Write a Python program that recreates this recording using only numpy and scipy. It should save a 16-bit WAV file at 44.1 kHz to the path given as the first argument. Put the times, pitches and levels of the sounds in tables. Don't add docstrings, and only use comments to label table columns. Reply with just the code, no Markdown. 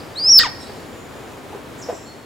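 import sys
import numpy as np
from scipy import signal
from scipy.fft import rfft, irfft
from scipy.io import wavfile
from scipy.ndimage import uniform_filter1d

SR = 44100
rng = np.random.default_rng(int(sys.argv[2]) if len(sys.argv) > 2 else 0)


def to_wav(sig):
    pcm = np.clip(np.atleast_2d(sig), -1, 1) * 32767
    pcm = np.round(pcm).astype(np.int16)
    wavfile.write(sys.argv[1], SR, pcm.T)


N = 99225

# freq_hz, relative_db
RUSH_COLOUR = [(15, -32), (25, -17), (91, 0), (156, -2), (188, -5), (281, 0), (313, -2.5), (469, -2),
               (3830, -20.5), (4260, -22.5), (4870, -24), (6550, -26), (7100, -25), (8130, -27.5),
               (15500, -33.5)]
# freq_hz, side_to_mid_db
RUSH_WIDTH = [(40, -15), (70, -47), (130, -4.5), (300, -9.5), (1000, -5), (4000, -6), (12000, -13)]
# freq_hz, left_minus_right_db
RUSH_BALANCE = [(60, -2), (130, 0), (260, 4), (520, 0.5), (1000, 1.2), (8000, -0.65)]
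# time_s, level_db
RUSH_FADE = [(0, -37), (.6, -37.5), (1.8, -37.5), (2.05, -39.5), (2.25, -42)]
# time_s, pitch_hz
WHISTLE_GLIDE = [(.155, 3680), (.187, 4430), (.208, 4734), (.228, 4790), (.25, 5025), (.275, 5196),
                 (.3, 5570), (.32, 5760), (.324, 5420), (.362, 5390), (.376, 5230), (.385, 5000),
                 (.39, 4476), (.395, 2990)]
# time_s, level_db, roughness (0-1), octave_to_tone_db
WHISTLE_FORCE = [(.154, -47, 0.2, -12.5), (.159, -35.5, 0, -17), (.186, -25.5, 0.17, -20.5),
                 (.196, -25, 0.7, -28), (.21, -26, 0.17, -33), (.245, -18, 0.06, -30.5), (.3, -9, .04, -45),
                 (.343, -7, 0.08, -30.5), (.352, -9, 0, -31.5), (.361, -2.5, 0.13, -33),
                 (.371, -8.5, .06, -31.5), (.378, -4.5, 0, -45), (.39, 2, 0.25, -43),
                 (.3935, -20, 0.03, -19), (.397, -33.5, 0.3, -14)]
# time_s, level_db
HISS_LEVEL = [(.355, -70), (.362, -39.5), (.369, -49), (.378, -34.5), (.391, -23), (.4, -61)]
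# freq_hz, relative_db
HISS_COLOUR = [(300, -13), (2000, -9.5), (5000, -2), (8000, -6), (11000, -1), (15000, -5)]
# freq_hz, gain_db
FAR_ECHO_COLOUR = [(500, 8), (1800, 6.5), (3000, -4), (4700, -2.5), (5150, -2), (5500, 2), (6000, -14),
                   (12000, -9.5)]
# time_s, pitch_hz, level_db, roughness (0-1)
BROKEN_VOICE = [(.391, 1492, -34, 0.53), (.396, 1632, -23, 0.21), (.404, 1909, -20, 0.7),
                (.411, 1870, -14, 0.4), (.422, 1894, -15, 0.12), (.432, 1770, -24.5, 0.08),
                (.436, 1294, -16, 0.3), (.45, 1068, -22, 0.16), (.467, 876, -22, 0.6),
                (.479, 712, -33, 0.6), (.488, 650, -52, 0.6)]
# freq_hz, gain_db
THROAT_SHAPE = [(300, -20), (700, -0.5), (1200, -4.5), (1850, -2.5), (2700, -8.5), (3700, -7), (5200, -20),
                (6200, -13.5), (7600, -19.5), (10000, -35), (15000, -52.5)]
# freq_hz, relative_db
RASP_COLOUR = [(300, -18), (900, -13.5), (1400, 1), (1900, -0.5), (2500, -12), (3200, 0.5), (3900, -5),
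               (4900, -2), (5500, -4), (6100, -13.5), (7600, -12), (10000, -32), (15000, -41)]
# centre_s, half_width_s, level_db
BEAK_PUFFS = [(0.397, 0.023, -36.5), (0.45, 0.013, -35)]
# freq_hz, relative_db
PUFF_COLOUR = [(15, 0), (45, 12), (90, -27), (300, -40), (2000, -69)]
# start_s, length_s, start_hz, end_hz, level_db, waver (share of pitch)
SONG_NOTES = [(0.597, 0.056, 8800, 7940, -46, 0.13), (0.605, 0.047, 3745, 4010, -43.5, 0.056),
              (0.651, 0.054, 3670, 4600, -43, .03), (.69, 0.17, 7200, 7130, -57, .007),
              (0.851, .22, 7150, 7020, -53, .007), (1.092, 0.3, 7120, 6980, -59, .01),
              (1.778, .035, 7200, 7320, -43.5, 0.054), (1.81, 0.043, 7870, 5170, -35.5, .035),
              (1.903, 0.088, 7300, 7450, -47, 0.0318), (1.942, 0.0266, 7000, 5670, -44, .04),
              (1.99, 0.098, 7400, 7240, -51, 0.031), (2.052, 0.074, 4250, 4323, -45, .012)]
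# start_s, level_db, pitch_hz, attack_s
KNOCK_HITS = [(.69, -20, 422, 0.007), (1.527, -20, 828, 0.011), (1.545, -18, 409, 0.0053),
              (1.885, -10, 485, 0.0072), (1.896, -12.5, 669, 0.0036), (1.925, -20.5, 403, 0.0043)]
# freq_hz, relative_db
THUD_COLOUR = [(100, -21), (350, 3.5), (650, 4), (1200, -6), (2000, -14.5), (4000, -26), (10000, -39)]

LEFT_RIGHT = np.array([[1], [-1]])


def undb(db):
    return 10 ** (np.asarray(db) / 20)


def clock():
    return np.arange(N) / SR


def curve(table, column=1):
    rows = np.array(table)
    return np.interp(clock(), rows[:, 0], rows[:, column])


def gate(table):
    return (clock() > table[0][0]) * (clock() < table[-1][0])


def response(shape, hz):
    rows = np.array(shape)
    return undb(np.interp(np.log(hz + 1), np.log(rows[:, 0]), rows[:, 1]))


def colour(x, shape):
    return irfft(rfft(x) * response(shape, np.arange(N // 2 + 1) * SR / N), N)


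def noise(shape):
    x = colour(rng.standard_normal(N), shape)
    return x / x.std()


def walk(rate_hz):
    size = max(int(SR / rate_hz), 1)
    x = uniform_filter1d(uniform_filter1d(rng.standard_normal(N), size), size)
    return x / x.std()


def strike(start_s, attack_s, t60_s):
    age = np.maximum(clock() - start_s, 0)
    return np.minimum(age / attack_s, 1) * undb(-60 * age / t60_s)


def swell(centre_s, half_width_s):
    return np.exp(-((clock() - centre_s) / half_width_s) ** 2)


def turn(hz):
    return 2 * np.pi * np.cumsum(hz) / SR


def outdoor_rush():
    side = colour(noise(RUSH_COLOUR), RUSH_WIDTH)
    left, right = noise(RUSH_COLOUR) + LEFT_RIGHT * side
    level_db = curve(RUSH_FADE) + .4 * walk(12)
    return np.array([colour(left, RUSH_BALANCE), right]) * undb(level_db)


def high_ring():
    pitch_hz, width_hz = 4800, 250
    ring = np.sqrt(2) * walk(2 * width_hz) * np.sin(turn(pitch_hz + width_hz * walk(1600)))
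    return undb(-47) * ring * strike(0, attack_s=.0016, t60_s=.7)


def buzzard_whistle():
    rough = curve(WHISTLE_FORCE, column=2)
    jitter = .047 * rough * walk(1350) + .0023 * walk(170)
    phase = turn(curve(WHISTLE_GLIDE) * (1 + jitter))
    octave = undb(curve(WHISTLE_FORCE, column=3)) * np.sin(2 * phase)
    half_tones = np.sin(phase / 2) + np.sin(1.5 * phase)
    tone = np.sin(phase) + octave + undb(-35.5) * swell(.263, .03) * half_tones
    hiss = noise(HISS_COLOUR) * undb(curve(HISS_LEVEL)) * gate(HISS_LEVEL)
    level_db = curve(WHISTLE_FORCE) + 3.3 * rough * walk(820)
    return np.sqrt(2) * tone * undb(level_db) * gate(WHISTLE_FORCE) + hiss


def trunk_echo(x, t60_s, build_s, width=.68):
    mid, side = rng.standard_normal((2, N))
    echo = (mid + width * side * LEFT_RIGHT) * strike(0, build_s, t60_s)
    echo /= np.sqrt(np.sum(echo ** 2) / 2)
    return signal.fftconvolve(x[None], echo, axes=1)[:, :N]


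def buzzard_low_voice():
    hz, rough = curve(BROKEN_VOICE), curve(BROKEN_VOICE, column=3)
    phase = turn(hz * (1 + .0584 * rough * walk(1200)))
    tone = sum(response(THROAT_SHAPE, k * hz) * k ** -.4 * np.sin(k * phase) for k in range(1, 9))
    uneven = 1 + .59 * rough * np.sin(phase / 3 + walk(150))
    level_db = curve(BROKEN_VOICE, column=2) + 2.96 * rough * walk(550)
    voiced = np.sqrt(2) * tone * uneven * undb(level_db) * gate(BROKEN_VOICE)
    rasp = noise(RASP_COLOUR) * (1 + .5 * np.sin(phase))
    breath = strike(start_s=.393, attack_s=.0034, t60_s=.19)
    closing = np.clip((.47 - clock()) / .0096 + 1, 0, 1)
    return voiced + undb(-16.5) * rasp * breath * closing


def beak_puffs():
    envelope = sum(undb(db) * swell(centre_s, half_s) for centre_s, half_s, db in BEAK_PUFFS)
    return envelope * noise(PUFF_COLOUR)


def songbirds():
    notes = np.zeros(N)
    for start_s, length_s, start_hz, end_hz, db, waver in SONG_NOTES:
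        progress = np.clip((clock() - start_s) / length_s, 0, 1)
        hz = end_hz + (start_hz - end_hz) * (1 - progress) ** 3
        arch = np.sqrt(np.abs(np.sin(np.pi * progress)))
        notes += undb(db) * arch * np.sin(turn(hz * (1 + waver * walk(1200))))
    return undb(-1) * notes + trunk_echo(notes, t60_s=.845, build_s=.0039, width=.4)


def knocks():
    hits = np.zeros(N)
    for start_s, db, hz, attack_s in KNOCK_HITS:
        ring = np.sin(2 * np.pi * hz * (clock() - start_s)) * strike(start_s, attack_s, t60_s=.045)
        thud = noise(THUD_COLOUR) * strike(start_s, attack_s, t60_s=.11)
        hits += undb(db) * (ring + undb(-14) * thud)
    return hits + undb(-6.5) * trunk_echo(hits, t60_s=.23, build_s=.01)


def scene():
    call = buzzard_whistle() + buzzard_low_voice()
    near = undb(-10) * trunk_echo(call, t60_s=.21, build_s=.0077, width=1.07)
    far = undb(-23) * trunk_echo(colour(call, FAR_ECHO_COLOUR), t60_s=.81, build_s=.03)
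    return call + near + far + beak_puffs() + songbirds() + knocks() + outdoor_rush() + high_ring()


def record(dry):
    ceiling, top_hz = .7, 15900
    oversampled = signal.resample_poly(dry, 4, 1, axis=1)
    flattened = oversampled / (1 + (oversampled / ceiling) ** 24) ** (1 / 24)
    clipped = signal.resample_poly(flattened, 1, 4, axis=1)
    lowpass = signal.ellip(10, .1, 60, top_hz, fs=SR, output="sos")
    return signal.sosfiltfilt(lowpass, clipped)


dry = scene()
out = record(dry)
to_wav(out)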